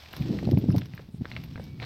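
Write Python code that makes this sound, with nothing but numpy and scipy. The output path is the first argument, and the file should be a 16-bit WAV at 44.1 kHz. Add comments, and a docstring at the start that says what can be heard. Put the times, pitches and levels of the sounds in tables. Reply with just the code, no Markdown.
"""Horses on a paved road

Hooves knock, ring and scuff over grit, among the dull pats of soft soles. Close by, a halter buckle
jingles as its steel parts collide. A gust buffets the microphone and settles to a low rumble.
Behind it all are a faint outdoor hiss and one thin, distant bird whistle."""
import sys
import numpy as np
from scipy import signal
from scipy.fft import rfft, irfft, next_fast_len
from scipy.io import wavfile
from scipy.ndimage import map_coordinates

SR = 44100
rng = np.random.default_rng(int(sys.argv[2]) if len(sys.argv) > 2 else 0)


def generate_wav(sig):
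    """Save sig (samples, or channels by samples) to the path in sys.argv[1] as 16-bit PCM at SR."""
    pcm = np.round(np.clip(np.atleast_2d(sig).T, -1, 1) * 32767).astype(np.int16)
    wavfile.write(sys.argv[1], SR, pcm)


N = 81585


def amp(db):
    """Amplitude ratio of a level in decibels."""
    return 10 ** (np.asarray(db) / 20)


def clock(size):
    """Sample times in seconds."""
    return np.arange(size) / SR


def curve(points):
    """Linear interpolation between (time_s, value) points."""
    return np.interp(clock(N), *np.transpose(points))


def arch(start_s, length_s):
    """Half-sine envelope."""
    return np.sin(np.pi * np.clip((clock(N) - start_s) / length_s, 0, 1))


def fade(t, t60):
    """Exponential decay, 60 dB in t60 seconds."""
    return np.exp(-np.log(1000) * t / t60)


def wobble(rate_hz):
    """Smooth random modulation: a spline through Gaussian knots."""
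    return map_coordinates(rng.standard_normal(2048), [clock(N) * rate_hz], mode="mirror")


def colour(x, spectrum):
    """Minimum-phase filter through (frequency_hz, gain_db) points."""
    size = 2 * next_fast_len(len(x))
    hz, db = np.transpose(spectrum)
    gain_db = np.interp(np.log(np.fft.rfftfreq(size, 1 / SR) + 1), np.log(hz), db)
    cepstrum = irfft(np.log(amp(gain_db)), size)
    cepstrum[1:size // 2] *= 2  # folding makes the filter causal
    cepstrum[size // 2 + 1:] = 0
    return irfft(rfft(x, size) * np.exp(rfft(cepstrum)), size)[:len(x)]


def noise(spectrum, size=N):
    """Filtered Gaussian noise of rms 1."""
    x = colour(rng.standard_normal(size), spectrum)
    return x / np.sqrt(np.mean(x ** 2) + 1e-20)


def impact(t, spectrum, t60):
    """Impulsive excitation: a pulse and decaying noise, filtered and scaled to peak 1."""
    force = rng.standard_normal(len(t)) * fade(t, t60) / 2
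    force[0] = 2
    x = colour(force, spectrum)
    return x / np.abs(x).max()


def modal_ring(t, pitch_hz, modes):
    """Free vibration: a sum of damped modes, each slightly random in strength."""
    return sum(amp(db + rng.normal(0, 1)) * fade(t, t60) * np.sin(2 * np.pi * pitch_hz * ratio * t)
               for ratio, db, t60 in modes)


def add(out, start_s, x):
    """Superpose x on out from start_s."""
    i = min(max(round(start_s * SR), 0), N)
    out[i:i + len(x)] += x[:N - i]


# Spectra of still air, rustle and high swishes: frequency_hz, gain_db
AIR_SPECTRUM = [(30, -5), (120, -19.5), (400, -10.5), (1000, -24), (2200, -29), (5000, -81.5),
                (7000, -38.5), (16000, -31)]
RUSTLE_SPECTRUM = [(300, 0.5), (800, 8), (1250, 2), (2300, 4), (3900, 4.5), (5400, 1), (7000, -13.5),
                   (8200, -11), (9600, -28.5), (12000, -12), (14000, -13.5), (16000, -27.5)]
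SWISH_SPECTRUM = [(5000, -29), (8000, -11), (9200, -10), (10300, -17), (12500, -30)]
# Envelope of the rustle: time_s, level_db
RUSTLE_ENVELOPE = [(0, -53), (.12, -54.5), (.33, -49), (.45, -53), (.53, -56.5), (.75, -56.5), (.86, -58.5),
                   (1.0, -60.5), (1.12, -68.5), (1.22, -63.5), (1.3, -57), (1.42, -56.5), (1.5, -60),
                   (1.64, -58.5), (1.75, -63.5), (1.85, -58)]
# Faint swishes: start_s, length_s, level_db
HIGH_SWISHES = [(1.103, 0.093, -72.5), (1.583, 0.057, -74)]


def outdoor_hiss():
    """Amplitude-modulated noise: a grainy rustle and brief swishes over steady air."""
    rustle_db = curve(RUSTLE_ENVELOPE) + 2 * wobble(300) + 1.2 * wobble(34.62)
    rustle = amp(rustle_db) * noise(RUSTLE_SPECTRUM)
    swish_gain = sum(amp(db) * arch(start_s, length_s) for start_s, length_s, db in HIGH_SWISHES)
    return rustle + swish_gain * noise(SWISH_SPECTRUM) + amp(-67) * noise(AIR_SPECTRUM)


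def bird():
    """Frequency modulation: a distant, nearly pure whistle wavers slightly about one pitch."""
    pitch_hz = 2267 + 8 * wobble(65)
    phase = 2 * np.pi * np.cumsum(pitch_hz) / SR
    return amp(-62.5) * arch(start_s=1.555, length_s=0.26) * np.sin(phase)


# Spectra of the gust, steady breeze, low-midrange flutter and eddy pops: frequency_hz, gain_db
GUST_SPECTRUM = [(20, -25.5), (40, -21), (62, -8), (95, -3), (135, -1.5), (220, -11.5), (320, -20),
                 (500, -34), (900, -67), (2500, -86)]
BREEZE_SPECTRUM = [(20, -8), (45, 3.5), (70, 11.5), (130, -6), (250, -16), (600, -31)]
FLUTTER_SPECTRUM = [(80, -12), (190, 0), (340, -3.5), (480, -15.5), (700, -25), (1100, -46), (2500, -43)]
POP_SPECTRUM = [(100, -42.5), (300, 4.5), (550, 1.5), (800, -4.5), (1200, -18.5), (2000, -46), (5000, -77)]
# Envelopes of gust and flutter, before band-limiting: time_s, level_db
GUST_ENVELOPE = [(0, -69), (.11, -61.5), (.17, -43), (.205, -26.5), (.24, -33.5), (.34, -36), (.42, -28),
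                 (.46, -31), (.55, -24), (.61, -33.5), (.7, -23), (.78, -25.5), (.86, -43.5), (.91, -44.5),
                 (1.05, -51), (1.13, -49.5), (1.2, -39), (1.28, -47), (1.38, -37), (1.47, -42), (1.56, -39),
                 (1.69, -40), (1.85, -40)]
FLUTTER_ENVELOPE = [(.15, -72), (.23, -54.5), (.28, -32.5), (.35, -27), (.4, -42), (.45, -32.5), (.56, -30),
                    (.61, -37.5), (.7, -33.5), (.76, -36), (.83, -52), (.9, -64)]
# Single eddies: centre_s, level_db, pitch_hz, relative_pop_db
WIND_EDDIES = [(.21, -14.5, 119, -22), (0.256, -25, 250, -34), (0.428, -23.5, 324, -4),
               (0.474, -13.5, 167, -6.5), (0.49, -16.5, 398, -5.5), (.52, -15, 292, -9),
               (.531, -13.5, 170, -7), (.539, -8.5, 139, -19), (0.574, -10, 183, -11),
               (0.586, -14.5, 158.5, -37), (0.641, -15, 233, -12.5), (0.688, -13.5, 216, -12),
               (0.696, -10.5, 141, -48), (0.7451, -15.5, 231, -7), (0.752, -17.5, 302, -2.5),
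               (0.776, -15.5, 143, -25), (0.942, -26, 123, -43), (1.089, -32, 180, -15),
               (1.145, -25.5, 166, -16.5), (1.211, -21.5, 199, -17), (1.219, -19.5, 167, -22)]


def wind():
    """Turbulent pressure at the microphone: the flow rumbles and flutters, single eddies thump and pop."""
    out = amp(curve(GUST_ENVELOPE)) * noise(GUST_SPECTRUM) + amp(-50.5) * noise(BREEZE_SPECTRUM)
    out += amp(curve(FLUTTER_ENVELOPE) + 2 * wobble(90)) * noise(FLUTTER_SPECTRUM)
    t = clock(4096)
    middle_s = t.mean()
    width_cycles, roundness = 0.53, 1.7  # roundness: 1 is a pointed peak, 2 a Gaussian
    for centre_s, level_db, pitch_hz, pop_db in WIND_EDDIES:
        cycles = (t - middle_s) * pitch_hz
        swell = np.exp(-np.abs(cycles / width_cycles) ** roundness)
        thump = swell * np.cos(2 * np.pi * (cycles + rng.random()))
        add(out, centre_s - middle_s, amp(level_db) * thump)
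        add(out, centre_s, amp(level_db + pop_db - 3) * impact(t, POP_SPECTRUM, t60=0.0056))
    out = signal.sosfilt(signal.butter(3, 910, "low", fs=SR, output="sos"), out)
    # The microphone sheds the lowest bass.
    return signal.sosfilt(signal.butter(2, 68.6, "high", fs=SR, output="sos"), out)


# Spectrum of rubbing fittings: frequency_hz, gain_db
SLIDE_SPECTRUM = [(1000, 2), (3800, -21), (5300, 14), (7000, -27), (9500, -13), (11000, -1.5), (13300, -12),
                  (16000, -25)]
# Slips of the fittings: start_s, length_s, level_db
HALTER_SLIDES = [(0.137, 0.023, -67), (0.691, 0.042, -58), (1.637, 0.0098, -64)]


def halter_slides():
    """Sliding friction: halter fittings rub together with a thin, uneven rasp."""
    strokes = sum(amp(db) * arch(start_s, length_s) for start_s, length_s, db in HALTER_SLIDES)
    return strokes * amp(6.1 * wobble(900)) * noise(SLIDE_SPECTRUM)


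# Spectrum of a steel contact: frequency_hz, gain_db
CLICK_SPECTRUM = [(500, 11), (2000, 7), (3800, 7), (5600, 9), (7000, -11), (9300, -16.5), (11000, -1.5),
                  (13500, -0.5), (16000, -13.5)]
# Modes of the buckle: pitch_ratio, gain_db, t60_s
BUCKLE_MODES = [(.775, -15, .025), (.975, -6, .02), (1, 0, .075)]
# Buckle contacts: start_s, click_gain_db, ring_gain_db, pitch_hz
BUCKLE_CLINKS = [(.1295, -36, -41, 13550), (.1665, -28, -44, 13150), (.204, -52, -48, 13620),
                 (.221, -46, -48, 13620), (.513, -32, -60, 13600), (.5855, -46, -41, 13650),
                 (.7625, -30, -41, 13610), (.7825, -27, -47, 13200), (.8575, -38, -64, 13100),
                 (.95, -52, -49, 13620), (1.4385, -41, -49, 13660), (1.64, -46, -56, 13200)]


def buckle():
    """Impact excitation of small steel parts: a click, a rattle and very high ringing modes."""
    out, t = np.zeros(N), clock(9000)
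    for start_s, click_db, ring_db, pitch_hz in BUCKLE_CLINKS:
        ring = modal_ring(t, pitch_hz, BUCKLE_MODES)
        ring *= 1 + 0.45 * wobble(260)[:len(t)]  # loose parts make the ring stutter
        rattle = amp(-16) * noise(CLICK_SPECTRUM, len(t)) * fade(t, t60=0.05)
        click = impact(t, CLICK_SPECTRUM, t60=0.0034)
        add(out, start_s, amp(click_db + 2.5) * (click + rattle) + amp(ring_db - 7) * ring)
    return out


# Spectrum of a soft sole: frequency_hz, gain_db
SOLE_SPECTRUM = [(100, -20), (300, -4), (500, 2), (900, -7), (2000, -15.5), (5000, -56), (16000, -75)]
# Soft footfalls: start_s, peak_db
FOOTFALLS = [(0.997, -38.5), (1.2464, -38), (1.577, -35.5), (1.5972, -28.5), (1.821, -33.5)]


def soft_steps():
    """Compliant contact: soft soles give dull pats with little treble."""
    out, t = np.zeros(N), clock(6000)
    for start_s, peak_db in FOOTFALLS:
        add(out, start_s, amp(peak_db) * impact(t, SOLE_SPECTRUM, t60=0.022))
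    return out


# Spectrum of grit, scraped or crushed: frequency_hz, gain_db
GRIT_SPECTRUM = [(200, -9), (600, 15), (1200, 11), (2300, 9), (3200, 5.5), (4200, 10), (5500, -7),
                 (7000, -18), (9500, -20), (13000, -61), (16000, -13)]
# Hoof drags: start_s, length_s, level_db
HOOF_SCUFFS = [(0.132, 0.15, -52.5), (0.202, 0.042, -56.5), (0.418, .04, -62), (1.295, .09, -58),
               (1.802, 0.052, -42.5)]


def hoof_scuffs(attack_s=0.029, grain_db=4.5):
    """Friction on a rough surface: hooves drag over grit in scrapes that rise fast and run out."""
    out = np.zeros(N)
    for start_s, length_s, level_db in HOOF_SCUFFS:
        stroke = curve([(start_s, 0), (start_s + attack_s, 1), (start_s + length_s, 0)])
        out += amp(level_db + grain_db * wobble(700)) * stroke * noise(GRIT_SPECTRUM)
    return out


# Stones cracking under the hooves: start_s, gain_db, pitch_hz
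STONE_SNAPS = [(0.1326, -30.5, 2900), (0.453, -31.5, 4150), (0.727, -37.5, 2740), (0.7884, -45, 5200),
               (.813, -39, 3530), (1.279, -41.5, 5200), (1.323, -33.5, 4060), (1.336, -38, 2600),
               (1.353, -40, 3000), (1.512, -39.5, 3260), (1.536, -46, 5400)]


def stone_snaps(roughness=0.52):
    """Brittle fracture: small stones crack with a short, rough ring."""
    out, t = np.zeros(N), clock(2048)
    for start_s, gain_db, pitch_hz in STONE_SNAPS:
        ring = np.sin(2 * np.pi * pitch_hz * t) + roughness * noise(GRIT_SPECTRUM, len(t))
        add(out, start_s, amp(gain_db) * fade(t, t60=0.014) * ring / 2)
    return out


# Spectrum of a knock on the road: frequency_hz, gain_db
KNOCK_SPECTRUM = [(100, 22), (400, 22), (1000, 9.5), (2400, 4.5), (4500, -11.5), (6500, -48), (9000, -51),
                  (16000, -63)]
# Modes of the hollow hoof: pitch_ratio, gain_db, t60_s
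HOOF_RESONANCES = [(1, 4, .007), (1.2, -3, .006), (1.95, -10, .005)]
# Hoof strikes: start_s, ring_peak_db, pitch_hz, relative_knock_db
HOOF_STRIKES = [(0.0596, -39, 2480, -11), (0.1374, -34, 1510, 2.5), (0.222, -35, 2480, -31),
                (0.3881, -29, 1990, -10), (0.5732, -34.5, 2350, -1), (0.704, -33.5, 1296, -28),
                (.818, -35, 2680, 4), (.9365, -37.5, 2020, -18), (0.9776, -33.5, 1710, -32),
                (0.994, -55, 1500, 20.5), (1.255, -36.5, 1560, 12), (1.3155, -28.5, 2100, -32),
                (1.3648, -23.5, 2225, -9), (1.4379, -39, 2300, -3), (1.5579, -34.5, 1570, 7.5),
                (1.8001, -29.5, 2320, -11), (1.8234, -42, 2500, 7)]


def hoof_clops(seating_s=0.0002, reflection_s=0.00376):
    """Damped resonance: each strike knocks the road, rings the hollow hoof and crushes a little grit."""
    out, t = np.zeros(N), clock(6000)
    horn_damping = signal.butter(4, 5060, "low", fs=SR, output="sos")
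    build_up = 1 - np.exp(-t / seating_s)  # the ring grows while the hoof seats
    for start_s, ring_db, pitch_hz, knock_db in HOOF_STRIKES:
        ring = signal.sosfilt(horn_damping, build_up * modal_ring(t, pitch_hz, HOOF_RESONANCES))
        grit = amp(-16) * noise(GRIT_SPECTRUM, len(t)) * fade(t, t60=0.06)
        knock = amp(knock_db) * impact(t, KNOCK_SPECTRUM, t60=0.005)
        clop = amp(ring_db) * (ring / np.abs(ring).max() + knock + grit)
        add(out, start_s, clop)
        add(out, start_s + reflection_s, amp(-18) * clop)  # reflection off the road
    return out


def street_reverb(x):
    """Diffuse reflection: walls and trees return a short, decaying tail."""
    t = clock(SR // 2)
    tail = rng.standard_normal(len(t)) * fade(t, t60=0.25)
    return signal.fftconvolve(x, tail / np.linalg.norm(tail))[:N]


def scene():
    """Superposition in one channel: only the sounds of the feet reverberate."""
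    feet = hoof_clops() + soft_steps() + hoof_scuffs() + stone_snaps()
    reflections = amp(-14) * street_reverb(feet)
    return (feet + reflections + buckle() + halter_slides() + wind() + outdoor_hiss() + bird())[None]


def record(dry, top_hz=16000):
    """Band limiting: an ideal low-pass filter removes everything above top_hz."""
    size = next_fast_len(N + SR // 2)
    passband = np.fft.rfftfreq(size, 1 / SR) < top_hz
    return irfft(rfft(dry, size) * passband, size)[:, :N]


dry = scene()
out = record(dry)
generate_wav(out)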